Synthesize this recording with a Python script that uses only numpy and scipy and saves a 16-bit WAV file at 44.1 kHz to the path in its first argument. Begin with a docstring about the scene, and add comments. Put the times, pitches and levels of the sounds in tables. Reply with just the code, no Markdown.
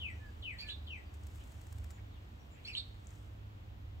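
"""A quiet garden pond. Open-air hiss, a low rumble and a distant engine's hum lie under everything.
A songbird gives three falling whistles, the first two followed by a soft low note; faint birds call afar.
Between the whistles another bird chirps, hoarse and raspy, ending on both sides of its syrinx at once.
A run of dry ticks passes over a faint rustle, wisps of far twitter follow, and the chirp comes again.
Near the end three tiny drops plip at the water's edge, each ringing as a small bubble."""
import sys
import numpy as np
from scipy import signal
from scipy.fft import rfft, irfft
from scipy.io import wavfile

SR = 44100
rng = np.random.default_rng(int(sys.argv[2]) if len(sys.argv) > 2 else 0)


def generate_wav(sig):
    """Save sig (samples, or channels by samples) to the path in sys.argv[1] as 16-bit PCM at SR."""
    pcm = np.round(np.clip(np.atleast_2d(sig).T, -1, 1) * 32767).astype(np.int16)
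    wavfile.write(sys.argv[1], SR, pcm)


N = 176400
T = np.arange(N) / SR
BIN_HZ = np.arange(N // 2 + 1) * SR / N


def from_db(db):
    """Decibels to amplitude ratio."""
    return 10 ** (np.asarray(db) / 20)


def rms_one(x):
    """Normalisation to unit rms."""
    return x / np.sqrt(np.mean(x ** 2) + 1e-20)


def curves(rows, t):
    """Linear interpolation of each column over the times in the first."""
    times, *columns = np.transpose(rows)
    return [np.interp(t, times, column) for column in columns]


def gate(start, end, fade_s=0.0014):
    """A trapezoidal window between two times."""
    return np.clip((T - start) / fade_s, 0, 1) * np.clip((end - T) / fade_s, 0, 1)


def at_hz(points):
    """Interpolation over log frequency, at every Fourier bin."""
    hz, value = np.transpose(points)
    return np.interp(np.log(BIN_HZ + 1e-3), np.log(hz), value)


def coloured(x, colour):
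    """Zero-phase filtering by a gain curve."""
    return irfft(rfft(x) * from_db(at_hz(colour)), N)


def drift(rate_hz):
    """Random fluctuation: low-passed noise of unit rms."""
    return rms_one(irfft(rfft(rng.standard_normal(N)) / (1 + (BIN_HZ / rate_hz) ** 2), N))


def noise(spectrum, correlation):
    """Partial coherence: the balance of mid and side noise sets the left-right correlation."""
    mid, side = rfft(rng.standard_normal((2, N)))
    alike = np.clip(correlation, -.99, .99)
    stereo = np.sqrt(1 + alike) * mid + np.sqrt(1 - alike) * side * [[1], [-1]]
    return rms_one(irfft(from_db(at_hz(spectrum)) * stereo, N))


def phase_of(hz, jitter, rate_hz):
    """Phase as the integral of frequency, which wavers by the fraction jitter."""
    return 2 * np.pi * np.cumsum(hz * (1 + jitter * drift(rate_hz))) / SR


def puff(centre_s, half_width_s, hz, db):
    """Band-limited noise under a Gaussian envelope."""
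    bandpass = signal.butter(2, [hz / 1.25, hz * 1.25], "band", fs=SR, output="sos")
    band = signal.sosfilt(bandpass, rng.standard_normal((2, N)))
    return from_db(db) * rms_one(band) * np.exp(-((T - centre_s) / half_width_s) ** 2)


def panned(x, pan_db):
    """Interaural level difference, left minus right."""
    return x * from_db([[pan_db / 2], [-pan_db / 2]])


def garden(x, pan_db, wet_db, left_lag_ms=0):
    """Reflection: direct sound, a spray of echoes from stones, a wall's echo and a tail from trees."""
    spray_s, wall_delay_s, tail_t60_s = .022, .021, .5
    spray_db, wall_db, tail_db = -1.5, -7.5, -12
    t = T[:SR]
    spray = rng.standard_normal((2, SR)) * np.exp(-t / spray_s) * (t > .002)
    tail = rng.standard_normal((2, SR)) * from_db(-60 * t / tail_t60_s) * (1 - np.exp(-t / spray_s))
    response = (from_db(spray_db) * rms_one(spray) + from_db(tail_db) * rms_one(tail)) / np.sqrt(SR)
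    scattered = signal.fftconvolve(x[None], response, axes=1)[:, :N]
    direct = np.array([np.interp(T - left_lag_ms / 1000, T, x), x])
    wall = from_db(wall_db) * np.array([np.interp(T - wall_delay_s, T, ear, left=0) for ear in direct])
    return panned(direct + from_db(wet_db) * (wall + scattered), pan_db)


# Spectrum of the hiss: frequency_hz, gain_db
AIR_SPECTRUM = [(150, -2.5), (270, -3), (380, -8), (800, -9.5), (1600, -16), (3300, -18.5), (5200, -29.5),
                (7700, -33.5), (8300, -41.5), (10500, -42.5), (13300, -35.5), (15700, -36)]
# Left-right coherence of hiss and rumble: frequency_hz, correlation
AIR_COHERENCE = [(60, 1), (130, 0.81), (260, 0.72), (550, -0.3), (1200, -0.46), (3000, -0.35), (7000, 0.36),
                 (13000, 1)]


def air():
    """Open air as broadband noise, partly coherent between the ears and slowly easing."""
    level_db, ease_db_per_s = -60, 0.58
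    highpass = signal.butter(2, 110, "high", fs=SR, output="sos")
    hiss = signal.sosfilt(highpass, noise(AIR_SPECTRUM, at_hz(AIR_COHERENCE)))
    return rms_one(hiss) * from_db(level_db - ease_db_per_s * (T - T.mean()))


# Spectrum of the rumble: frequency_hz, gain_db
RUMBLE_SPECTRUM = [(20, -18), (33, -13), (45, 2.5), (60, 7), (76, 6.5), (92, 0.5), (115, -6), (160, -18),
                   (300, -67)]
# Its envelope: time_s, level_db
RUMBLE_ENVELOPE = [(0, -49.5), (.8, -53.5), (1.3, -50.5), (1.8, -52), (2.25, -53), (2.7, -52.5), (3.3, -53),
                   (4, -49.5)]


def rumble():
    """Low-frequency noise, whose long waves reach both ears nearly alike."""
    level_db, = curves(RUMBLE_ENVELOPE, T)
    return panned(from_db(level_db) * noise(RUMBLE_SPECTRUM, at_hz(AIR_COHERENCE)), pan_db=-1.5)


# Envelopes of the engine's strong harmonics: time_s, third_db, fourth_db
ENGINE_LOW_ORDERS = [(0, -50.5, -58), (.6, -55, -57), (1.3, -54, -59.5), (1.9, -52.5, -51.5),
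                     (2.5, -63, -63.5), (3.0, -77, -56), (3.35, -70.5, -49.5), (4, -53, -58)]
# Its weak harmonics: order, level_db
ENGINE_HIGH_ORDERS = [(6, -71), (8, -75), (12, -74.5)]


def engine():
    """A distant engine sounds at harmonics of its cycle rate, each wavering in level."""
    cycle_hz, waver_db = 25.33, 2.63
    third_db, fourth_db = curves(ENGINE_LOW_ORDERS, T)
    phase = phase_of(cycle_hz, jitter=0.01157, rate_hz=1.43)
    hum = 0
    for order, db in [(3, third_db), (4, fourth_db)] + ENGINE_HIGH_ORDERS:
        amplitude = np.sqrt(2) * from_db(db + waver_db * drift(rate_hz=6.7))
        hum += amplitude * np.sin(order * phase + rng.uniform(0, 2 * np.pi))
    return panned(hum, pan_db=-1.5)


# Contour of one whistle: elapsed_s, pitch_hz, gain_db
WHISTLE_CONTOUR = [(0, 4700, -20), (.005, 3450, -8), (.010, 2970, -7), (.030, 2950, -4.5), (.044, 2600, -5),
                   (0.069, 2420, -2.5), (0.089, 2190, -8), (0.105, 1960, -14), (0.122, 1810, -12)]
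# The three whistles: start_s, level_db, pitch_ratio
WHISTLES = [(-.004, -39, 1.032), (0.422, -39, 1.013), (0.867, -43, 1.04)]
# The microphone's treble resonances, applied to whistles and chirps: frequency_hz, gain_db
MIC_COLOUR = [(4800, -1), (6000, -7.5), (7900, 3), (9000, -10), (11500, 6), (14000, -36)]


def whistler():
    """A falling glide, nearly pure; its fourth harmonic shows as it slides through a resonance."""
    fourth_db, resonance_hz, half_width_hz = -21, 7900, 550
    song = 0
    for start, level_db, ratio in WHISTLES:
        hz, gain_db = curves(WHISTLE_CONTOUR, T - start)
        phase = phase_of(hz * ratio, jitter=.011, rate_hz=230)
        resonance = np.exp(-((4 * hz * ratio - resonance_hz) / half_width_hz) ** 2)
        tone = np.sin(phase) + from_db(fourth_db) * resonance * np.sin(4 * phase)
        song += tone * from_db(level_db + gain_db) * gate(start, start + WHISTLE_CONTOUR[-1][0])
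    return garden(coloured(song, MIC_COLOUR), pan_db=2.5, wet_db=2.5, left_lag_ms=.13)


# Contour of a thin call, up and then down: elapsed_s, pitch_hz, gain_db
SEESAW_CONTOUR = [(0, 5500, -12), (.018, 5650, 0), (.075, 6200, -8), (.125, 6000, -40), (.15, 4850, -1),
                  (.21, 4500, -9)]
# The thin calls: start_s, level_db
SEESAW_CALLS = [(.118, -76), (.905, -75.5)]
# Calls blurred by distance: centre_s, half_width_s, centre_hz, level_db
BLURRED_CALLS = [(1.417, 0.025, 2690, -63.5), (1.99, 0.02, 1920, -64.5), (2.585, 0.049, 2270, -65.5)]


def far_birds():
    """Distance leaves faint gliding sinusoids and blurs other calls into bands of noise."""
    calls = 0
    for start, level_db in SEESAW_CALLS:
        hz, gain_db = curves(SEESAW_CONTOUR, T - start)
        tone = np.sin(2 * np.pi * np.cumsum(hz) / SR)
        calls += from_db(level_db + gain_db) * tone * gate(start, start + SEESAW_CONTOUR[-1][0])
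    return garden(calls, pan_db=-5, wet_db=-6) + sum(puff(*call) for call in BLURRED_CALLS)


# A note after each of the first two whistles: start_s, length_s, first_hz, middle_hz, last_hz, level_db
SOFT_LOW_NOTES = [(0.189, 0.1285, 1742, 1724, 1616, -57), (0.625, 0.11, 1727, 1746, 1613, -56.5)]


def soft_low_notes():
    """Whistled pure tones that swell and fade under a half-sine envelope, sagging in pitch."""
    notes = 0
    for start, length, first, middle, last, db in SOFT_LOW_NOTES:
        progress = np.clip((T - start) / length, 0, 1)
        hz = np.interp(progress, [0, .5, 1], [first, middle, last])
        tone = np.sin(phase_of(hz, jitter=.011, rate_hz=300))
        notes += from_db(db) * np.sin(np.pi * progress) * tone
    return garden(notes, pan_db=-5, wet_db=-6)


# Arched first syllables, one list per chirp: time_s, pitch_hz, fundamental_db, octave_db
OPENING_SYLLABLES = [
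    [(.586, 2157, -68, -47), (.598, 2180, -61, -43.5), (.612, 2300, -52, -39), (.624, 2520, -46, -56),
     (.642, 2320, -49, -74), (.684, 1960, -78, -47)],
    [(2.648, 2027, -71, -46), (2.662, 2247, -54, -44), (2.672, 2580, -53, -51), (2.686, 2750, -40, -54.5),
     (2.703, 2540, -45.5, -60), (2.722, 2304, -58, -61), (2.746, 1990, -66, -39)],
]
CHIRP_WAVER = dict(jitter=.024, rate_hz=400)


def opening_syllables():
    """A harmonic series on an arching pitch; a brief partial at 1.5 times the pitch makes it hoarse."""
    third_db, fourth_fifth_db = -29, -32
    croak_db, croak_s = -59, .022
    song = 0
    for rows in OPENING_SYLLABLES:
        start, end = rows[0][0], rows[-1][0]
        hz, fundamental_db, octave_db = curves(rows, T)
        phase = phase_of(hz, **CHIRP_WAVER)
        fundamental, octave = from_db(fundamental_db), from_db(octave_db)
        tone = fundamental * np.sin(phase) + octave * np.sin(2 * phase)
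        overtones = from_db(third_db) * np.sin(3 * phase)
        overtones += from_db(fourth_fifth_db) * (np.sin(4 * phase) + np.sin(5 * phase))
        croak = from_db(croak_db) * np.exp(-((T - start) / croak_s) ** 2) * np.sin(1.5 * phase)
        song += (tone + (fundamental + octave) * overtones + croak) * gate(start, end)
    return song


# Husky onset of each syllable: centre_s, level_db
HUSK_BURSTS = [(.598, -56), (.692, -53.5), (2.655, -61), (2.757, -57)]
# Spectrum of the onsets: frequency_hz, gain_db
HUSK_SPECTRUM = [(800, -11), (2000, 6), (3300, 17.5), (5000, -11), (7500, -2.5), (10000, -11.5),
                 (15000, -18)]


def husk(half_width_s=.021):
    """Onset transients: a Gaussian burst of coloured noise opens each syllable."""
    envelope = sum(from_db(db) * np.exp(-((T - s) / half_width_s) ** 2) for s, db in HUSK_BURSTS)
    return envelope * rms_one(coloured(rng.standard_normal(N), HUSK_SPECTRUM))


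# Rising second syllables, one list per chirp: time_s, lower_hz, lower_db, upper_hz, upper_db
CLOSING_SYLLABLES = [
    [(.685, 2600, -52, 2917, -42), (.692, 2870, -41.5, 3250, -43.5), (.701, 3390, -59, 3895, -38.5),
     (.713, 3550, -48, 4157, -51), (.724, 3490, -46, 3760, -48), (.736, 3380, -60, 3690, -47)],
    [(2.7495, 2750, -40, 3000, -39), (2.756, 3050, -43, 3300, -39.5), (2.763, 3530, -43, 3850, -46),
     (2.773, 3745, -36.5, 4270, -38), (2.783, 3770, -35.5, 4320, -36.5), (2.790, 3500, -42, 3950, -52)],
]


def closing_syllables(coupling_db=14):
    """Biphonation: the two sides of the syrinx beat, and their product gives a sum tone."""
    song = 0
    for rows in CLOSING_SYLLABLES:
        lower_hz, lower_db, upper_hz, upper_db = curves(rows, T)
        lower = from_db(lower_db) * np.exp(1j * phase_of(lower_hz, **CHIRP_WAVER))
        upper = from_db(upper_db) * np.exp(1j * phase_of(upper_hz, **CHIRP_WAVER))
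        sum_tone = from_db(coupling_db) * lower * upper
        song += np.imag(lower + upper + sum_tone) * gate(rows[0][0], rows[-1][0])
    return song


def chirper(rasp_db=-9):
    """Fast random amplitude modulation roughens both syllables of each chirp."""
    song = opening_syllables() + closing_syllables()
    song *= 1 + from_db(rasp_db) * drift(rate_hz=400)
    return garden(coloured(song, MIC_COLOUR) + husk(), pan_db=-2, wet_db=-2, left_lag_ms=.13)


# Dry ticks: peak_s, level_db, decay_s
DRY_TICKS = [(1.141, -61.5, 0.01), (1.236, -62, 0.0036), (1.27, -56, 0.0032), (1.359, -60, .003),
             (1.474, -63, .007), (1.521, -61.5, .006), (1.616, -57.5, .0025), (1.670, -57, .0018),
             (1.727, -53.5, .003), (1.785, -56.5, 0.0026), (1.845, -52.5, .0012), (1.906, -56.5, 0.01)]
# The faint rustle under them: time_s, level_db
RUSTLE_ENVELOPE = [(0, -75.5), (1.05, -82.5), (1.35, -69), (1.92, -72.5), (2.05, -84), (3.0, -79),
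                   (3.1, -69.5), (3.25, -76), (3.7, -110)]
# Spectrum of both: frequency_hz, gain_db
TICK_SPECTRUM = [(300, -0.5), (1200, 6), (3000, -2.5), (5000, -1), (7800, 5), (10000, -6.5), (13000, -3.5),
                 (16000, -3.5)]


def ticks():
    """Noise transients with exponential rise and decay over a rustle; soft ones lose their top."""
    attack_s, grain_db = .0026, 1.8
    hard_db, dull_hz = -62, 12900
    bursts = sum(from_db(db) * np.exp(np.minimum((T - peak) / attack_s, (peak - T) / decay))
                 for peak, db, decay in DRY_TICKS)
    rustle_db, = curves(RUSTLE_ENVELOPE, T)
    envelope = np.hypot(bursts, from_db(rustle_db + grain_db * drift(rate_hz=150)))
    bright = envelope * noise(TICK_SPECTRUM, correlation=.82)
    dull = signal.sosfiltfilt(signal.butter(1, dull_hz, fs=SR, output="sos"), bright)
    hardness = np.clip(envelope / from_db(hard_db), 0, 1)
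    return panned(dull + hardness * (bright - dull), pan_db=4)


# Wisps of distant twitter: start_s, length_s, first_hz, last_hz, level_db
TWITTER_GLIDES = [(1.92, .04, 7150, 6950, -75), (2.10, .09, 4500, 2200, -75.5),
                  (2.38, .05, 5800, 5650, -81), (2.5, .045, 7000, 7150, -76)]


def twitter():
    """High glides from so far off that reflected sound outweighs direct sound."""
    calls = 0
    for start, length, first, last, db in TWITTER_GLIDES:
        progress = np.clip((T - start) / length, 0, 1)
        phase = phase_of(first + (last - first) * progress, jitter=.03, rate_hz=300)
        calls += from_db(db) * np.sin(np.pi * progress) * np.sin(phase)
    return garden(calls, pan_db=5, wet_db=8)


# Drops at the water's edge: start_s, level_db
WATER_DROPS = [(3.0704, -46.5), (3.106, -54), (3.1415, -63)]


def drops():
    """Bubble resonance: each drop rings for about a millisecond, rising in pitch; the water swishes."""
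    bubble_hz, rise_hz_per_s, ring_s = 5900, 2100000, .00036
    plips = 0
    for start, db in WATER_DROPS:
        t = np.clip(T - start, 0, 20 * ring_s)
        envelope = from_db(db) * t / ring_s * np.exp(1 - t / ring_s)
        plips += envelope * np.sin(2 * np.pi * (bubble_hz + rise_hz_per_s * t / 2) * t)
    swish = puff(centre_s=3.115, half_width_s=.025, hz=1910, db=-70.5)
    return garden(plips, pan_db=6, wet_db=-6.5) + swish


def scene():
    """Superposition of everything heard at the pond's edge."""
    background = air() + rumble() + engine()
    return background + whistler() + far_birds() + soft_low_notes() + chirper() + ticks() + twitter() + drops()


def record(dry, cutoff_hz=15750):
    """Band limiting: an elliptic low-pass cuts the top steeply."""
    return signal.sosfilt(signal.ellip(12, .1, 70, cutoff_hz, fs=SR, output="sos"), dry)


dry = scene()
out = record(dry)
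generate_wav(out)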